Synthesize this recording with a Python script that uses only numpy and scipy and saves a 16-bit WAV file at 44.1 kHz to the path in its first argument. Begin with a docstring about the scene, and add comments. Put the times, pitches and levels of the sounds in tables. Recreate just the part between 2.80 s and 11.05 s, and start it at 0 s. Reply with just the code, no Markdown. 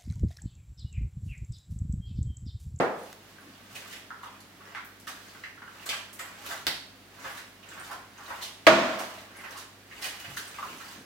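"""First comes a dull clunk as a frying pan is set down in a small, echoing kitchen.
Then pasta in a creamy sauce is tossed in it: it slides with a sticky crackle and lands in wet slaps,
while air pockets plop and strands of sauce snap. The pan clacks and chinks lightly, and near
six seconds it bangs on the hob and rings. An appliance hums underneath."""
import sys
import numpy as np
from scipy import signal
from scipy.fft import rfft, irfft, next_fast_len
from scipy.io import wavfile

SR = 44100
rng = np.random.default_rng(int(sys.argv[2]) if len(sys.argv) > 2 else 0)


def master(y):
    """Save y as 16-bit WAV."""
    cut = np.clip(np.atleast_2d(y).T, -1, 1)
    pcm = np.round(cut * 32767)  # scale
    wavfile.write(sys.argv[1], SR, pcm.astype(np.int16))


N = 363825
TIME = np.arange(N) / SR


def from_db(db):
    """Turn decibels into a number to multiply a sound by."""
    return 10 ** (np.asarray(db) / 20)


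def rms_one(x):
    """Scale a sound so that its average strength (rms) is 1."""
    return x / np.sqrt(np.mean(x ** 2) + 1e-20)


def at_hz(points, hz):
    """Look up a frequency in a table, blending between rows on a musical (log) scale."""
    freqs, values = np.transpose(points)
    return np.interp(np.log(np.maximum(hz, 1)), np.log(freqs), values)


def add(out, start, sound):
    """Mix a sound in at a start time in seconds."""
    i = max(round(start * SR), 0)
    out[..., i:i + sound.shape[-1]] += sound[..., :N - i]


def fade(t, t60):
    """Die away smoothly; the fade time t60 is the seconds it takes to drop by 60 dB."""
    return np.exp(-np.log(1000) * t / max(t60, 1e-3))


def coloured(x, colour):
    """Give a sound a colour, a table of how strong each frequency is; rms 1."""
    size = next_fast_len(x.shape[-1] + 2048, real=True)
    gains = from_db(at_hz(colour, np.fft.rfftfreq(size, 1 / SR)))
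    cepstrum = irfft(np.log(gains), size)
    cepstrum[1:] *= 2 * (np.arange(1, size) < size / 2)   # minimum phase: no ringing before a hit
    filtered = irfft(rfft(x, size) * np.exp(rfft(cepstrum)), size)
    return rms_one(filtered[..., :x.shape[-1]])


def resonance(x, hz, q):
    """Keep the sound near one pitch; a higher q rings longer."""
    return signal.lfilter(*signal.iirpeak(np.clip(hz, 50, .4 * SR), max(q, 1), fs=SR), x + 1e-18)


def burst(noise, colour, t60):
    """A coloured puff of noise that starts at an rms of about 1 and dies away."""
    shape = fade(TIME[:noise.shape[-1]], t60)
    return coloured(noise * shape, colour) * np.sqrt(np.mean(shape ** 2))


def dying(x, t60s):
    """Let each octave of a noise die at its own rate."""
    size = x.shape[-1]
    octave = np.log2(np.clip(np.fft.rfftfreq(size, 1 / SR), 2 ** 5, 2 ** 14))
    spectrum, out = rfft(x), 0
    for k in range(5, 15):
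        band = irfft(spectrum * np.maximum(1 - abs(octave - k), 0), size)
        out = out + band * fade(TIME[:size], at_hz(t60s, 2 ** k))
    return out


# how alike the room sounds on the left and right: (frequency [Hz], likeness [1 = the same])
LIKENESS = [(60, 0.7), (200, 0.86), (400, 0.83), (700, 0.66), (1300, 0.29), (2400, 0.11), (16000, -0.12)]
# which side is louder: (frequency [Hz], left minus right [dB])
BALANCE_DB = [(100, -0.5), (1200, -0.6), (2400, -3.5), (4400, -2), (8000, -1.7), (14000, -1.5)]
def diffuse(size):
    """Stereo hiss arriving from all sides: alike in the bass, unrelated in the treble."""
    padded = next_fast_len(size)
    hz = np.fft.rfftfreq(padded, 1 / SR)
    mid, side = rfft(rng.standard_normal((2, padded)))
    alike = np.clip(at_hz(LIKENESS, hz), -1, 1)
    sides = np.array([[1], [-1]])
    field = np.sqrt(1 + alike) * mid + sides * np.sqrt(1 - alike) * side
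    balance = from_db(sides * at_hz(BALANCE_DB, hz) / 2)
    return rms_one(irfft(field * balance, padded)[:, :size])


# the tones of the appliance: (pitch [Hz], rms level [dB])
HUM_TONES = [(49, -73.5), (98.5, -65), (197, -68.5), (270, -70)]
# the colour of the room's steady noise: (frequency [Hz], level [dB])
AIR_COLOUR = [(30, -27), (50, -13), (75, -16.5), (100, -8.5), (150, -6.5), (260, -3), (400, -6),
              (550, -9.5), (680, -7), (820, -12), (1700, -10), (4500, -16), (8000, -23), (15500, -24)]
def background(air_db=-54.0, waver_cycles=0.21):
    """An appliance hums, wavering slightly, over steady room noise."""
    knots = np.linspace(0, TIME[-1], 30)
    hum = 0
    for hz, level_db in HUM_TONES:
        wander = waver_cycles * np.interp(TIME, knots, rng.standard_normal(len(knots)))
        hum = hum + np.sqrt(2) * from_db(level_db) * np.sin(2 * np.pi * (hz * TIME + wander))
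    return hum + from_db(air_db) * coloured(diffuse(N), AIR_COLOUR)


# how long the kitchen echoes: (frequency [Hz], fade time [s])
KITCHEN_T60 = [(100, 0.68), (500, 0.54), (1500, 0.55), (4000, 0.52), (8000, 0.49), (16000, 0.33)]
def kitchen(x, direct_db=-6.0, early_db=-1.5, early_t60=0.15, places=5, hold_s=0.03):
    """Sound arrives directly, then bounces off the worktop, then lingers in the room."""
    out, size = 0, SR * 2 // 3
    for place in range(places):   # sets of echoes take turns, as if the pan were moving
        tail = dying(diffuse(size), KITCHEN_T60)
        early = diffuse(size) * fade(TIME[:size], early_t60)
        echoes = (rms_one(tail) + from_db(early_db) * rms_one(early)) / np.sqrt(size)
        echoes[:, 0] += from_db(direct_db)
        echoes = rms_one(echoes) / np.sqrt(size)
        here = np.floor(TIME / hold_s) % places == place
        out = out + signal.oaconvolve((x * here)[None], echoes, axes=1)[:, :N]
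    return out


# the cook's movements: (time [s], level [dB], pitch [Hz])
BUMPS = [(0.584, -56, 238), (0.853, -61, 140), (7.419, -50, 115), (7.827, -51, 282), (8.1, -53.5, 263)]
def bumps(length_s=0.2, q=1.2):
    """The cook shifts, making soft swells of low noise."""
    out, size = np.zeros(N), int(length_s * SR)
    for start, level_db, hz in BUMPS:
        rumble = resonance(resonance(rng.standard_normal(size), hz, q), hz, q)
        add(out, start, from_db(level_db) * np.hanning(size) * rms_one(rumble))
    return out


# the colour of the click: (frequency [Hz], level [dB])
CLICK_COLOUR = [(500, -22), (1300, 4), (3000, -2), (6000, -1), (10000, -14), (16000, -12)]
def click(start=0.3283, level_db=-37.5, t60=0.016):
    """A small click, so close that it comes without an echo."""
    out = np.zeros(N)
    add(out, start, from_db(level_db) * burst(rng.standard_normal(SR // 20), CLICK_COLOUR, t60))
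    return out


# light taps on metal: (time [s], level [dB])
CHINKS = [(3.059, -39.5), (3.392, -39.5)]
# the tones each tap rings with: (pitch [Hz], relative level [dB], fade time [s])
CHINK_TONES = [(7100, -3, 0.18), (7350, -4, .05), (7820, 1, 0.086), (8430, -5, .07), (9240, -4, 0.068),
               (12900, -1, .05), (14900, -6, .07)]
def chinks():
    """A small metal part is tapped and rings high."""
    out, t = np.zeros(N), TIME[:SR // 3]
    for start, level_db in CHINKS:
        for hz, tone_db, t60 in CHINK_TONES:
            add(out, start, from_db(level_db + tone_db) * np.sin(2 * np.pi * hz * t) * fade(t, t60))
    return out


# the colour of the pan's clack: (frequency [Hz], level [dB])
CLACK_COLOUR = [(40, -31), (80, -12), (150, -5), (300, -3.5), (450, -14.5), (640, -3), (950, -10),
                (1900, -2.5), (2700, -5.5), (3400, -3), (4300, 0), (6500, -15), (15500, -17)]
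def clack(start=3.868, level_db=-29.5, rattle=0.044, rattle_t60=0.03):
    """The pan makes one hard contact with a faint rattle; the hand stills it at once."""
    out, t = np.zeros(N), TIME[:SR // 10]
    contact = rattle * rng.standard_normal(len(t)) * fade(t, rattle_t60)
    contact[0] = 1
    add(out, start, from_db(level_db) * coloured(contact, CLACK_COLOUR))
    return out


# the colour of the opening clunk: (frequency [Hz], level [dB])
CLUNK_COLOUR = [(50, -33), (100, -16), (170, -7.5), (300, -5), (390, -3.5), (480, -1), (600, -2.5),
                (760, -4.5), (1050, -7), (1800, -12), (3000, -25.5), (6000, -36), (10000, -44.5),
                (16000, -49)]
# how long the clunk lasts: (frequency [Hz], fade time [s])
CLUNK_T60 = [(100, 0.45), (300, 0.54), (700, 0.67), (2000, 0.53), (8000, 0.44)]
def clunk(start=0.0, level_db=-21):
    """The pan is set down and rests on the hob, which muffles its ring."""
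    out = np.zeros((2, N))
    add(out, start, from_db(level_db) * dying(coloured(diffuse(SR), CLUNK_COLOUR), CLUNK_T60))
    return out


# the colours of the hit and of the noisy ring after it: (frequency [Hz], level [dB])
BANG_COLOUR = [(30, -28), (50, -38), (100, -14), (170, -11), (220, -9), (330, -1), (420, -13), (620, 1.5),
               (780, -12), (1150, -6), (2200, -9), (3400, -15), (4500, -20.5), (8000, -32), (15500, -40)]
RING_COLOUR = [(50, -27), (120, -16.5), (190, -11.5), (330, -7.5), (420, -13.5), (640, -2.5), (780, -11.5),
               (1150, -8), (3250, -18.5), (6700, -29), (10000, -42.5), (16000, -47)]
# how long that ring lasts: (frequency [Hz], fade time [s])
RING_T60 = [(60, 0.75), (300, 0.91), (700, 0.92), (2000, 1), (5000, 0.93), (16000, 0.66)]
# the pan's own clear tones: (pitch [Hz], relative level [dB], fade time [s])
PAN_TONES = [(202, -14.5, 0.99), (247, -9, 0.76), (342, 0, 0.43), (486, -15, 0.55), (633, -5.5, 0.86),
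             (637, -1, 0.7), (667, -2.5, 0.81), (837, -13, 0.53), (933, -4, 0.53), (1128, -4, 0.41),
             (1295, -8, 0.34), (1458, -2.5, 0.26), (1780, -16.5, 0.99), (1936, -25, .7),
             (2404, -11.5, 0.94)]
def bang(start=5.8675, hit_db=-12.0, crack_db=-6.5, ring_db=-16.0, tones_db=-19.0, skew_hz=2500):
    """The pan hits the hob, a crack comes back off nearby walls, and the metal rings freely."""
    out, t = np.zeros((2, N)), TIME[:SR]
    hit = from_db(hit_db) * burst(rng.standard_normal(SR), BANG_COLOUR, t60=0.0078)
    crack = from_db(crack_db) * burst(diffuse(SR), BANG_COLOUR, t60=0.14)
    ring = from_db(ring_db) * dying(coloured(diffuse(SR), RING_COLOUR), RING_T60)
    for hz, level_db, t60 in PAN_TONES:
        # higher tones reach the left and right further out of step
        phase = rng.uniform(0, 2 * np.pi) + rng.standard_normal((2, 1)) * hz / skew_hz
        ring += from_db(tones_db + level_db) * np.sin(2 * np.pi * hz * t + phase) * fade(t, t60)
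    build_up = 1 - fade(t, 0.021)
    add(out, start, hit + crack + ring * build_up)
    return out


def grains(size, per_s, spread_db):
    """The film of sauce tears in tiny spots: random clicks of uneven strength."""
    strength = from_db(spread_db * np.minimum(rng.exponential(1, size), 4))
    sign = rng.choice([-1, 1], size)
    return rms_one(strength * sign * (rng.random(size) < per_s / SR))


def bubbles(per_s=110, q=11.0, count=14):
    """Tiny bubbles burst in the sauce, each ringing at one of a set of pitches."""
    clicks = grains(N, per_s, spread_db=4.5)
    choice = rng.integers(0, count, N)
    pitches = np.geomspace(1500, 12000, count)
    rings = (resonance(clicks * (choice == k), hz, q) / hz ** 0.71 for k, hz in enumerate(pitches))
    return rms_one(sum(rings))


# strands of sauce breaking: (time [s], relative level [dB], pitch [Hz], fade time [s])
SNAPS = [(0.9563, -35, 4000, .04), (1.604, -39.5, 4000, .03), (2.047, -39.5, 14700, .07),
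         (2.1993, -40, 7500, .03), (3.329, -36.5, 9000, 0.088), (6.708, -34, 5470, 0.024),
         (7.3998, -30.5, 2500, .03)]
# the colour of one snap: (frequency [times its pitch], level [dB])
SNAP_COLOUR = [(.25, -17), (1, 0), (4, -11)]
def snaps(gain_db=-3.5):
    """Thin strands of sauce break with a bright tick."""
    out = np.zeros(N)
    for start, level_db, hz, t60 in SNAPS:
        colour = [(hz * multiple, db) for multiple, db in SNAP_COLOUR]
        add(out, start, from_db(level_db + gain_db) * burst(rng.standard_normal(SR // 10), colour, t60))
    return out


def small_pockets(squelch, per_s=7.6, boost_db=2.5, middle_hz=1400, t60=0.028):
    """Rows for small air pockets that open at random, as strong as the sliding is just then."""
    rows = []
    for when, pitch in rng.random((int(per_s * N / SR), 2)):
        level_db = 20 * np.log10(squelch[int(when * N)]) + boost_db
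        rows.append((when * N / SR, level_db, middle_hz * 2 ** (pitch - .5), t60))
    return rows


# big air pockets in the sauce: (time [s], relative level [dB], pitch [Hz], fade time [s])
BIG_POCKETS = [(0.584, -48.5, 1450, .025), (1.305, -34, 1310, 0.079), (1.433, -35.5, 1190, 0.044),
               (1.949, -30.5, 1570, 0.19), (2.549, -45, 1420, 0.097), (2.637, -34, 1930, .09),
               (2.776, -45.5, 1500, .045), (2.82, -39.5, 1400, .025), (2.877, -43, 1380, .04),
               (3.396, -36, 1320, 0.034), (4.83, -47, 2580, 0.027), (5.383, -43.5, 1200, 0.058),
               (5.504, -31, 936, 0.033), (7.112, -41, 2070, 0.098), (7.57, -32, 1540, 0.053),
               (7.785, -32.5, 1180, .05), (7.827, -32, 1160, 0.068), (8.004, -44, 1590, .05)]
def plops(small_rows, gain_db=-14.0, overtone_db=-13.0, patter=0.55, pops_per_s=1300):
    """An air pocket opens in a quick run of pops, each making its hollow ring briefly."""
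    out, t = np.zeros(N), TIME[:SR // 4]
    for start, level_db, hz, t60 in BIG_POCKETS + small_rows:
        pops = patter * rng.standard_normal(len(t)) * fade(t, t60)
        pops *= rng.random(len(t)) < pops_per_s / SR
        pops[0] = 1
        # longer, splashier plops have a less clear pitch and more overtone
        q = 4.7 / (1 + t60 / 0.11)
        hollow = resonance(resonance(pops, hz, q), hz, q=0.93)
        overtone = from_db(overtone_db) * 2 / max(q, 1) * resonance(pops, hz * 1.98, q=17.0)
        add(out, start, from_db(level_db + gain_db) * rms_one(hollow + overtone))
    return out


# strokes of the pan: (time [s], length [s], relative squelch level [dB], relative crackle level [dB])
STROKES = [(0.21, .08, -60, -51.5), (0.45, .05, -63, -57), (0.622, .22, -59, -60), (0.925, 0.19, -51, -49),
           (1.457, 0.065, -52.5, -60), (1.865, 0.044, -47.5, -57), (2.347, 0.23, -55.5, -52.5),
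           (2.97, 0.22, -48, -49.5), (3.436, 0.063, -46, -52.5), (3.656, 0.048, -43.5, -39),
           (4.43, 0.11, -44.5, -44.5), (4.908, 0.2, -45.5, -50.5), (5.458, 0.15, -44, -46),
           (5.94, 0.3, -51, -46), (6.206, 0.2, -58, -49), (6.584, 0.18, -45.5, -50.5),
           (7.179, 0.94, -49.5, -46)]
def slide_levels(rise_db_per_s=119, fall_db_per_s=125, peel_db=0.5):
    """How strong squelch and crackle are over time: each slide gathers pace, holds and comes to rest."""
    squelch, crackle = np.zeros((2, N))
    for start, length, squelch_db, crackle_db in STROKES:
        before, after = np.maximum(start - TIME, 0), np.maximum(TIME - start - length, 0)
        shape_db = -rise_db_per_s * before - fall_db_per_s * after
        progress = np.clip((TIME - start) / max(length, .01), 0, 1)
        growth_db = peel_db * (progress - .5)   # a touch more crackle as the pasta peels off
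        squelch = np.maximum(squelch, from_db(squelch_db + shape_db))
        crackle = np.maximum(crackle, from_db(crackle_db + shape_db + growth_db))
    return squelch, crackle


# the colours of the low squelch and the sticky crackle: (frequency [Hz], level [dB])
SQUELCH_COLOUR = [(50, -45), (150, -18.5), (400, -6), (650, -3), (1100, 0), (1800, -1.5), (2800, -8.5),
                  (5000, -30), (16000, -55)]
CRACKLE_COLOUR = [(1000, -1.5), (2200, 0), (3200, 3), (4800, 0), (7000, -2), (10000, -7), (16000, -6)]
def sliding(squelch, crackle, gain_db=-3.0, bubble_db=-7.0):
    """Pasta creeps over the pan with low squelches, fine crackle and bursting bubbles."""
    low = squelch * coloured(grains(N, per_s=700, spread_db=1.0), SQUELCH_COLOUR)
    high = crackle * coloured(grains(N, per_s=1200, spread_db=4.5), CRACKLE_COLOUR)
    fizz = np.sqrt(squelch * crackle) * bubbles()
    return from_db(gain_db) * (low + high) + from_db(bubble_db) * fizz


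# pasta landing: (time [s], relative level [dB], squelch pitch [Hz], relative spray level [dB], swell [s])
LANDINGS = [(0.945, -36.5, 2350, -50.5, 0.0098), (1.10, -38, 2160, -52, 0.029),
            (1.425, -45, 2500, -56, 0.0066), (2.268, -31, 1520, -43.5, 0.0067),
            (3.055, -34, 1270, -45, 0.0082), (3.0875, -17, 2850, -39.5, .003),
            (3.124, -29, 1500, -45.5, .004), (3.389, -31.5, 1960, -47.5, 0.0038),
            (3.692, -31, 1260, -46.5, 0.017), (4.435, -28.5, 1470, -65, 0.015),
            (4.565, -38, 1780, -54.5, .011), (5.04, -60, 1200, -50.5, 0.0086),
            (5.11, -28, 1050, -44, 0.0027), (5.471, -31.5, 1320, -74, 0.014),
            (5.605, -31.5, 3400, -45, 0.021), (6.186, -25, 1110, -43, 0.0059),
            (6.632, -33, 1670, -72, 0.009), (6.76, -44, 1200, -47.5, 0.014),
            (7.21, -27.5, 2030, -39.5, 0.024), (7.442, -30, 2190, -55, 0.0015),
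            (7.565, -50, 3300, -40, 0.0032)]
# the colours of the lump's thud and the sauce's spray: (frequency [Hz], level [dB])
THUD_COLOUR = [(50, -35), (150, -11), (400, -7), (620, 8), (1000, 1), (1600, -1.5), (4000, -65)]
SPRAY_COLOUR = [(1500, -15.5), (3000, 5), (5000, 2.5), (7500, -1.5), (11000, -2.5), (16000, -8.5)]
def slaps(squelch_db=-4.5, thud_db=-13.0, spray_db=9.0, thud_db_per_octave=-4.5):
    """Many pieces land within moments: the lump thuds, and sauce is squeezed out and sprays."""
    out, t = np.zeros(N), TIME[:SR // 2]
    for start, level_db, hz, wet_db, swell in LANDINGS:
        thud = coloured(grains(len(t), per_s=1500, spread_db=2.5), THUD_COLOUR)
        squeeze = grains(len(t), per_s=2000, spread_db=1.0)
        squelch = rms_one(resonance(resonance(squeeze, hz, q=1.56), hz, q=1))
        spray = coloured(grains(len(t), per_s=2800, spread_db=5.5), SPRAY_COLOUR)
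        # a lower squelch means a bigger lump and a heavier thud
        weight_db = thud_db_per_octave * np.log2(hz / 1600)
        slap = (from_db(level_db + weight_db + thud_db) * thud
                + from_db(level_db + squelch_db) * squelch
                + from_db(wet_db + spray_db) * spray)
        # a scattered landing swells slowly and fades slowly
        rise = np.minimum(t / max(swell, 1e-3), 1)
        fall = fade(np.maximum(t - swell, 0), t60=0.087 + 5.5 * swell)
        add(out, start, rise * fall * slap)
    return out


def scene():
    """The pan is a step or two away, so much of its sound comes by way of the room."""
    squelch, crackle = slide_levels()
    pasta = sliding(squelch, crackle) + slaps() + plops(small_pockets(squelch)) + snaps()
    tossing = kitchen(pasta + chinks() + clack())
    return tossing + click() + bumps() + clunk() + bang() + background()


def record(dry, bass_hz=36, treble_hz=15900):
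    """The microphone drops the deepest bass, clips the loudest peaks and cuts the highest treble."""
    bass_cut = signal.butter(4, bass_hz, "high", fs=SR, output="sos")
    treble_cut = signal.ellip(8, .05, 60, treble_hz, fs=SR, output="sos")
    clipped = np.clip(signal.sosfilt(bass_cut, dry), -1, 1)
    return signal.sosfiltfilt(treble_cut, clipped)


dry = scene()
out = record(dry)
master(out)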